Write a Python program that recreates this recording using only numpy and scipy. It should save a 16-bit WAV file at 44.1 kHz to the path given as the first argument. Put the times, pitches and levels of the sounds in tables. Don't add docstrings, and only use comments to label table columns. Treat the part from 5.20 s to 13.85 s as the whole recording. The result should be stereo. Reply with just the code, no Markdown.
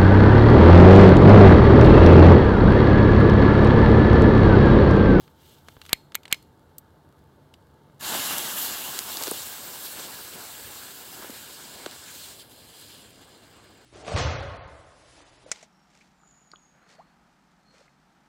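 import sys
import numpy as np
from scipy import signal
from scipy.fft import rfft, irfft
from scipy.io import wavfile
from scipy.ndimage import uniform_filter1d

SR = 44100
rng = np.random.default_rng(int(sys.argv[2]) if len(sys.argv) > 2 else 0)


def inscribe(sig):
    pcm = np.round(np.clip(np.atleast_2d(sig).T, -1, 1) * 32767)
    wavfile.write(sys.argv[1], SR, pcm.astype(np.int16))


N = 381465
TIME = np.arange(N) / SR
BINS = np.fft.rfftfreq(1024, 1 / SR)
FRAMES = np.arange(N // 256 + 5) * 256 / SR

# f/Hz, level/dB per Hz
TICK_COLOUR = [(100, -9), (600, -7), (1300, -1), (2300, -7), (3000, 0), (4400, -3.5), (5700, -13.5),
               (7400, -13), (9500, -16), (11000, -21.5), (14000, -23.5), (16000, -30.5)]

CATCH_S, FLARE_S = 2.792, 0.075
BACK_OFF_S = 3.12
AT_MOUTH_S, INSIDE_S, SLIP_IN_S = 6, 7.13, 0.04


def fuse(flutter_db=0.74, patchy_db=1.3, roar_flutter_db=1.08, sparks_db=-13, tube_sparks_db=5):
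    # f/Hz, level/dB per Hz
    jet_near = [(50, -16), (220, -3.5), (500, -11), (850, 0), (1700, -0.5), (2350, -10), (2850, -1.5),
                (6000, -9.5), (7400, -4.5), (9300, -12), (10600, -2.5), (11800, -9), (13200, 1.5),
                (15000, -10)]
    jet_far = [(50, -23), (220, -9), (500, -8), (1000, 0), (1650, -1), (2100, -6.5), (3100, 0), (4400, 1.5),
               (5800, -2.5), (7900, 3), (9600, -4), (11300, -0.5), (13500, 1), (15500, 0.5)]
    jet_tube = [(50, -39), (300, 17), (700, -29), (1200, -14), (1600, 7), (2200, -2), (3200, 12),
                (4400, -2), (5900, -18), (7300, -17), (8400, -5), (9500, -6), (10800, -1), (15500, -25)]
    # f/Hz, width/Hz, level/dB
    tube_peaks = [(1200, 190, -29), (4170, 220, 19), (4300, 160, -5), (4880, 410, 23.5), (7260, 300, 22),
                  (8450, 240, 9)]
    # f/Hz, correlation
    jet_likeness = [(100, 0.98), (600, 1), (1400, 0.98), (2200, 1), (3500, 0.91), (5500, 0.92),
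                    (7500, 0.95), (10500, 1), (13000, 0.87), (15500, 0.92)]

    stage = jet_stage(FRAMES)[:, None]
    colours = enumerate((jet_near, jet_far, jet_tube))
    jet = sum(np.maximum(1 - abs(stage - k), 0) * unit(colour) for k, colour in colours)
    jet = jet + np.maximum(stage - 1, 0) * bumps(tube_peaks, BINS)

    roar_db, hiss_db, sizzle_db = burn(FRAMES[:, None])
    roar_band, hiss_band, sizzle_band = (600, 1800), (2700, 9000), (11000, 15500)
    jet = jet - band_db(jet, hiss_band)
    low = read([(1500, 1), (3200, 0)], BINS)
    high = read([(8000, 0), (12000, 1)], BINS)
    roar_lift = roar_db - hiss_db - band_db(jet, roar_band)
    sizzle_lift = sizzle_db - hiss_db - band_db(jet, sizzle_band)
    jet = jet + low * roar_lift + high * sizzle_lift
    jet = jet + read([(60, -7), (200, 2), (500, 3.5), (1200, -3.0), (3000, -0.5)], BINS)

    jet = jet + flutter_db * lumps(size=(4, 513)) + patchy_db * lumps(size=(9, 22))
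    sputter = np.clip(0.74 + stage, 0, 1.35)
    jet = jet + roar_flutter_db * low * sputter * lumps(size=(7, 60))

    sparks_gain = gain_of(sparks_db + tube_sparks_db * ramp(TIME, INSIDE_S, SLIP_IN_S))
    sparks = sparks_gain * grains(200, 2.5, unit(jet_far) - 12 * low)

    level = ramp(TIME, CATCH_S, FLARE_S) * gain_of(np.interp(TIME, FRAMES, hiss_db[:, 0]))
    lean_left = gain_of([[0.15], [-0.15]])
    out = (noise(jet, read(jet_likeness, BINS)) + sparks) * level * lean_left
    add(out, 2.809, blow(read(jet_near, BINS), 0.03, -44))
    return out


def burn(t, cold_db=-2.5):
    # starting level close by/dB, loss on the way into the mouth/dB,
    # loss on slipping inside/dB, fade inside/dB per s (a negative loss or fade is a rise)
    roar_row = (-37, 3.5, 14.5, -3.8)
    hiss_row = (-32.5, 1, 5.5, 5.5)
    sizzle_row = (-34.5, 11.5, -3.5, 18)
    # middle t/s, length/s, extra roar/dB, extra hiss/dB, extra sizzle/dB
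    spurt_rows = [(2.957, 0.11, 2, 0.5, -0.5), (3.423, 0.13, 0, 2, 5.5), (4.07, 0.36, -1.5, 2.5, 3),
                  (4.662, 0.14, 0, 1.5, 4), (4.827, 0.071, 2, 4, 0.5), (7.007, 0.25, -2, 2, 8),
                  (7.207, 0.033, 2, 4.5, 1), (7.267, 0.06, -5, -6, -5), (7.693, 0.31, 3.5, 5.5, 7)]
    near_m, walk_m_per_s, walk_s = 0.4, 0.6, 2.48

    distance = near_m + walk_m_per_s * np.clip(t - BACK_OFF_S, 0, walk_s)
    distance_loss_db = 20 * np.log10(distance / near_m)
    nearing = ramp(t, AT_MOUTH_S, INSIDE_S - AT_MOUTH_S)
    inside = ramp(t, INSIDE_S, SLIP_IN_S)
    inside_s = np.maximum(t - INSIDE_S, 0)
    levels = []
    for db, mouth_db, inside_db, fade in (roar_row, hiss_row, sizzle_row):
        levels.append(db - distance_loss_db - mouth_db * nearing - inside_db * inside - fade * inside_s)
    for middle, length, *extras in spurt_rows:
        shape = spurt(t, middle, length)
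        levels = [db + extra_db * shape for db, extra_db in zip(levels, extras)]
    roar, hiss, sizzle = levels
    return roar, hiss, sizzle + cold_db * (1 - ramp(t, CATCH_S + FLARE_S, 0.21))


def jet_stage(t):
    far_share, far_colour_s = 0.15, 1.5
    mouth_share, inside_share = 0.1, 0.32
    away = far_share + (1 - far_share) * ramp(t, BACK_OFF_S, far_colour_s)
    at_mouth = mouth_share * ramp(t, BACK_OFF_S, AT_MOUTH_S - BACK_OFF_S)
    return away + at_mouth + (inside_share - mouth_share) * ramp(t, INSIDE_S, SLIP_IN_S)


def scorch(level_db=-82):
    heating = (TIME > 1.2) & (TIME < 2.8)
    return gain_of(level_db) * heating * grains(13, 2.9, tilted(TICK_COLOUR, 8.0))


def lighter():
    return snaps() + ticks() + trigger_slide() + hand_rub()


def snaps(contact=0.0013, neck_reach_db=7):
    # t/s, level over 10 ms/dB, decay setting/s, handle rattle/dB, neck ring/dB,
    # f where the neck rings most/Hz, stereo width (0-1)
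    snap_rows = [(0.73, -15.5, 0.013, -32, -53, 4450, 0.38), (0.9528, -25.5, 0.015, -40.5, -71, 3800, 0.32),
                 (1.126, -16.5, 0.0099, -29, -51, 5240, 0.5)]
    # f/Hz, level/dB per Hz
    misfire = [(40, -5), (200, -4.5), (1400, -11), (2300, -5.5), (4300, 1.5), (5500, -15), (6400, -12.5),
               (7400, -3), (9000, -9.5), (9800, -26.5), (11000, -7), (12500, -13), (14000, -3.5),
               (16200, -36)]
    release = [(40, -25), (400, -21.5), (1400, 1.5), (2000, 0), (4200, -1.5), (5100, -15), (6200, -3.5),
               (7100, 1), (9300, -12), (11000, -4.5), (12400, 0), (14000, -0.5), (15000, -5.5),
               (16200, -24)]
    ignition = [(40, -17), (250, -12.5), (900, -26.5), (1700, -9.5), (2300, -4), (3100, 0.5), (4500, -10),
                (5600, -17), (7500, -4), (9600, -20), (10900, -6), (12600, -26.5), (14100, -2.5),
                (16200, -36)]
    # f/Hz, level/dB, time to fall 60 dB/s
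    handle_modes = [(2010, -2.5, .06), (2280, 1.5, .07), (2750, -3.5, 0.03), (3200, -4.5, .055),
                    (4150, 7.5, 0.025), (7400, -12.5, 0.036), (14300, -13.5, .05)]
    # f/Hz, level/dB, time to fall 60 dB/s
    neck_modes = [(4270, 0.9, 0.39), (5130, 0.088, 0.23), (6100, 0.93, .21)]

    out = np.zeros((2, N))
    for row, colour in zip(snap_rows, (misfire, release, ignition)):
        s, db, t60, handle_db, neck_db, neck_hz, side = row
        add(out, s, blow(read(colour, BINS), t60, db, side, contact))
        chatter = rattle(handle_modes) + side * rattle(handle_modes) * np.array([[1], [-1]])
        modes = [(hz, mode_db - neck_reach_db * abs(hz - neck_hz) / 1000, decay)
                 for hz, mode_db, decay in neck_modes]
        add(out, s, gain_of(handle_db) * chatter + gain_of(neck_db) * ring(modes))
    return out


def ticks(side=0.37, t60=0.026, own_colour_db=3):
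    # t/s, level over 10 ms before panning/dB, tilt/dB per octave, left minus right/dB
    tick_rows = [(0.0783, -55.5, -3, 2), (0.485, -43.5, -0.5, 2.5), (0.5666, -44.5, -8.5, 0),
                 (0.6158, -44.5, 1, 1.5), (0.6524, -51, 1, 4), (.663, -49.5, 3, -2.5), (0.6932, -42, 1, 2),
                 (0.9203, -52, 0, -0.5), (.946, -36.5, 1.5, 0), (0.9498, -41, 2.5, 0),
                 (1.033, -54.5, 3, 2.5), (1.0541, -43, -0.5, 4), (1.0796, -48.5, -0.5, 0),
                 (1.114, -43, 2.5, 0), (1.1438, -40.5, 0.5, -1), (1.2262, -58.5, 12, 2),
                 (1.583, -35.5, 17, 6), (2.339, -51.5, 3, 0), (2.699, -55, -8.5, 6.5)]
    out = np.zeros((2, N))
    for s, db, tilt, pan_db in tick_rows:
        own_colour = own_colour_db * lumps(size=(1, 14))[0]
        pan = gain_of([[pan_db / 2], [-pan_db / 2]])
        add(out, s, blow(tilted(TICK_COLOUR, tilt) + own_colour, t60, db, side) * pan)
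    return out


def trigger_slide():
    squeezes = [(0.737, .04, -40), (1.129, 0.029, -38)]
    # f/Hz, level/dB per Hz
    slide_colour = [(100, -19), (900, -0.5), (1900, 1), (3200, -8.5), (5000, -25.5), (16000, -30.5)]
    slide = noise(unit(slide_colour)[None], 0.79)
    gain = sum(gain_of(db) * np.clip(1 + (TIME - s) / length, 0, 1) * (TIME < s) for s, length, db in squeezes)
    return slide * gain


def hand_rub():
    # f/Hz, level/dB per Hz
    grip_colour = [(1180, -41.5), (2000, -12), (2530, -12), (3140, -3.5), (5580, -12), (8190, -12),
                   (9580, -17), (12400, -10.5), (16000, -14.5)]
    # middle t/s, length/s, level/dB
    rub_rows = [(.02, 0.13, -63), (.3, 0.18, -57.5), (.52, 0.1, -61.5), (.68, 0.12, -58),
                (1.14, 0.095, -63.5)]
    rub = noise(unit(grip_colour) + 1.6 * lumps(size=(2, 200)), 0.3)
    rub = rub + 0.27 * grains(250, 4.9, unit(grip_colour))
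    resting = gain_of(-75) * (TIME < 3.2)
    return rub * (strokes(rub_rows) + resting)


def footsteps(crack_side=0.38, thump_db=6, thump_width=0.5, clothes_db=-61):
    # t/s, level over 10 ms/dB, tilt/dB per octave, decay setting/s, thump f/Hz,
    # stereo width (0-1)
    step_rows = [(4.07, -33, 1, 0.029, 450, 0), (4.08, -32.5, -4, .03, 400, 0),
                 (4.1154, -29.5, -4.5, .02, 457, 0), (4.7954, -40.5, -1, 0.06, 450, 0),
                 (4.839, -48, -15, .06, 230, .15), (6.023, -44.5, 0, 0.026, 480, .15),
                 (6.044, -42, -3, 0.028, 900, 0), (6.096, -38, -7, 0.028, 250, .15),
                 (6.661, -31.5, -1.5, 0.042, 380, 0.57)]
    # f/Hz, level/dB per Hz
    thud_colour = [(40, -60), (130, -10.5), (300, 4.5), (520, 7), (900, 1), (1500, 5), (2300, -8),
                   (3500, -1.5), (9000, -7.5), (15000, -28)]
    # t/s, level over 10 ms/dB, centre f/Hz, width/octaves
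    crack_rows = [(3.1828, -28.5, 8000, 1), (3.79, -27, 5960, 0.72), (3.971, -32.5, 4670, 0.37),
                  (4.0245, -34, 4500, 0.48), (4.037, -30, 5700, 0.94), (4.079, -34.5, 4500, 1),
                  (4.1124, -29.5, 9300, 0.14), (4.2205, -42, 5000, 0.72), (6.105, -46, 6000, 1),
                  (6.6612, -42, 3500, 0.67), (6.7118, -45, 3500, 0.59), (7.087, -53, 6000, 1),
                  (7.297, -60, 6000, 1)]
    # f/Hz, level/dB per Hz
    sole_colour = [(60, -27), (200, 2.5), (400, 3), (900, 2), (1500, -3.5), (2300, -7), (6000, -36.5)]
    # middle t/s, length/s, level/dB
    scuff_rows = [(4.03, 0.18, -44), (4.87, 0.15, -49.5), (5.17, 0.059, -48.5), (5.48, .06, -50),
                  (5.83, 0.08, -61), (6.03, 0.2, -49), (6.63, 0.15, -46.5)]

    rustle = noise(unit(sole_colour) + 3.05 * lumps(size=(4, 16)), 0.83)
    clothes = gain_of(clothes_db) * ramp(TIME, BACK_OFF_S, 0.87)
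    out = rustle * np.hypot(strokes(scuff_rows), clothes)
    for s, db, tilt, t60, hz, side in step_rows:
        thump = bumps([(hz, thump_width * hz, thump_db)], BINS)
        add(out, s, blow(tilted(thud_colour, tilt) + thump, t60, db, side))
    for s, db, hz, octaves in crack_rows:
        octaves_off = np.log2((BINS + 1) / hz)
        colour = -20 * np.log10(1 + (octaves_off / octaves) ** 2 / 2)
        add(out, s, blow(colour, 0.0077, db, crack_side))
    return out


def surroundings(x, t60=0.43, wet_db=-33):
    t = np.arange(SR // 2) / SR
    tail = rng.standard_normal((2, len(t))) * gain_of(-60 * t / t60) * (t > 0.006)
    return gain_of(wet_db) * signal.fftconvolve(x, tail / np.linalg.norm(tail[0]), axes=1)[:, :N]


def air():
    # f/Hz, correlation
    air_likeness = [(40, 1), (120, 1), (280, 0.76), (650, 0.075), (1400, .1), (3000, 0.31), (7000, .5),
                    (12000, 0.3)]
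    return rumble(air_likeness) + far_hum(air_likeness) + gusts()


def rumble(likeness):
    # f/Hz, level/dB per Hz
    air_colour = [(20, -25.5), (45, -13.5), (80, 0), (150, -6), (220, -5), (400, -6), (900, -12),
                  (1600, -17), (2400, -32), (4100, -28.5), (5800, -38), (9600, -39), (11200, -36),
                  (15500, -43)]
    drift = 1.2 * lumps(size=(20, 6))
    return gain_of(-56.5) * noise(unit(air_colour) + drift, read(likeness, BINS))


def far_hum(likeness, lift_db=0.6, fade_db_per_s=3):
    # f/Hz, width/Hz, level before the lift and fade/dB
    hum_bands = [(83, 26, -65), (142.6, 17, -65), (885.5, 64, -67.5)]
    hz, hum = np.fft.rfftfreq(2 ** 19, 1 / SR), 0
    for centre, width, db in hum_bands:
        z = rfft(rng.standard_normal((2, 2 * len(hz) - 2)))
        shared = z + 0.6 * read(likeness, centre) * z[::-1]
        pair = irfft(shared * bumps([(centre, width, 1)], hz))[:, :N]
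        hum = hum + gain_of(db) * evened(pair)
    return hum * gain_of(lift_db - fade_db_per_s * np.maximum(TIME - BACK_OFF_S, 0))


def gusts(breeze_db=-71):
    # f/Hz, level/dB per Hz
    gust_colour = [(20, -24), (45, -2), (70, 0.5), (140, 3), (260, -8), (600, -29), (3000, -59.5)]
    buffet_rows = [(4.63, .13, -58), (5.47, 0.1, -48)]
    wind = noise(unit(gust_colour) + 2.1 * lumps(size=(14, 8)), -0.72)
    breeze = gain_of(breeze_db) * ramp(TIME, BACK_OFF_S, 1)
    return wind * (strokes(buffet_rows) + breeze)


def blow(colour_db, t60, level_db, side=0.12, contact=0.0002):
    after = np.maximum(np.arange(4096) / SR - contact, 0)
    burst = rng.choice([-1., 1.], (2, len(after))) * gain_of(-60 * after / t60)
    for _ in range(2):
        z = rfft(burst)
        burst = irfft(z / (abs(z) + 1e-12)) * gain_of(-20 * after / t60)
    mid, wide = (evened(signal.fftconvolve(b, causal(colour_db))) for b in burst)
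    pair = np.array([mid + side * wide, mid - side * wide])
    return gain_of(level_db) * evened(pair) * np.sqrt(SR / 100 / len(mid))


def rattle(modes, width_hz=260):
    t = np.arange(SR // 2) / SR
    hz = np.fft.rfftfreq(2 * len(t), 1 / SR)
    out = 0
    for centre, db, t60 in modes:
        width = width_hz * np.sqrt(centre / 1000)
        band = irfft(rfft(rng.standard_normal(2 * len(t))) * bumps([(centre, width, 1)], hz))
        out = out + evened(band)[:len(t)] * gain_of(db - 60 * t / t60)
    return out / np.sqrt(2)


def ring(modes):
    t = np.arange(SR // 2) / SR
    return sum(gain_of(db - 60 * t / t60) * np.sin(2 * np.pi * hz * t) for hz, db, t60 in modes)


def grains(per_s, spread_db, colour_db):
    sizes = gain_of(spread_db * np.minimum(rng.exponential(1, N), 4)) * rng.choice([-1, 1], N)
    clicks = sizes * (rng.random(N) < per_s / SR)
    return evened(signal.oaconvolve(clicks, causal(colour_db))[:N])


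def noise(field_db, likeness):
    hiss = rng.standard_normal((2, N + 2048))
    a, b = signal.stft(hiss, nperseg=1024, noverlap=768)[2][..., :len(FRAMES)]
    c = np.clip(likeness * np.ones(len(BINS)), -1, 1)[:, None]
    mid, side = a * np.sqrt((1 + c) / 2), b * np.sqrt((1 - c) / 2)
    z = np.array([mid + side, mid - side]) * gain_of(field_db).T
    return signal.istft(z, nperseg=1024, noverlap=768)[1][:, :N]


def lumps(size):
    z = rng.standard_normal((len(FRAMES), len(BINS)))
    return evened(uniform_filter1d(uniform_filter1d(z, size[0], 0), size[1], 1, mode="wrap"))


def causal(db):
    log_gain = np.log(gain_of(np.r_[db, db[-2:0:-1]]))
    return np.fft.ifft(np.exp(np.conj(signal.hilbert(log_gain)))).real


def read(points, hz):
    f, value = np.transpose(points)
    return np.interp(np.log(hz + 1), np.log(f + 1), value)


def tilted(points, db_per_octave):
    return read(points, BINS) + db_per_octave * np.log2(np.maximum(BINS, 200))


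def unit(points):
    db = read(points, BINS)
    return db - band_db(db, (0, SR))


def band_db(field_db, band):
    inside = (BINS >= band[0]) & (BINS <= band[1])
    return 10 * np.log10(np.mean(gain_of(field_db) ** 2 * inside, -1, keepdims=True))


def bumps(rows, hz):
    return sum(db * swell(hz, centre, width) for centre, width, db in rows)


def swell(t, middle, length):
    return np.exp(-np.log(16) * ((t - middle) / length) ** 2)


def strokes(rows):
    return sum(gain_of(db) * swell(TIME, middle, length) for middle, length, db in rows)


def spurt(t, middle, length):
    return np.exp(-np.log(2) * (2 * (t - middle) / length) ** 4)


def ramp(t, start, length):
    return np.clip((t - start) / length, 0, 1)


def gain_of(db):
    return 10 ** (np.asarray(db) / 20)


def evened(x):
    return x / np.sqrt(np.mean(x ** 2) + 1e-20)


def add(mix, s, sound):
    part = mix[..., round(s * SR):][..., :sound.shape[-1]]
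    part += sound[..., :part.shape[-1]]


def scene():
    near = fuse() + scorch() + lighter() + footsteps()
    return near + surroundings(near) + air()


def record(dry, low_cut_hz=38, high_cut_hz=15900):
    # f/Hz, width/Hz, level/dB
    housing = [(1710, 160, 2), (1820, 170, -3), (2174, 64, 4), (2400, 120, 0), (2600, 92, -4),
               (2790, 190, 2)]
    thinned = signal.sosfilt(signal.butter(2, low_cut_hz, "high", fs=SR, output="sos"), dry)
    coloured = signal.oaconvolve(thinned, causal(bumps(housing, BINS))[None], axes=1)[:, :N]
    capped = np.clip(coloured, -1, 1)
    low_pass = signal.firwin(401, high_cut_hz, window=("kaiser", 8), fs=SR)
    return signal.oaconvolve(capped, low_pass[None], "same")


dry = scene()
out = record(dry)
inscribe(out)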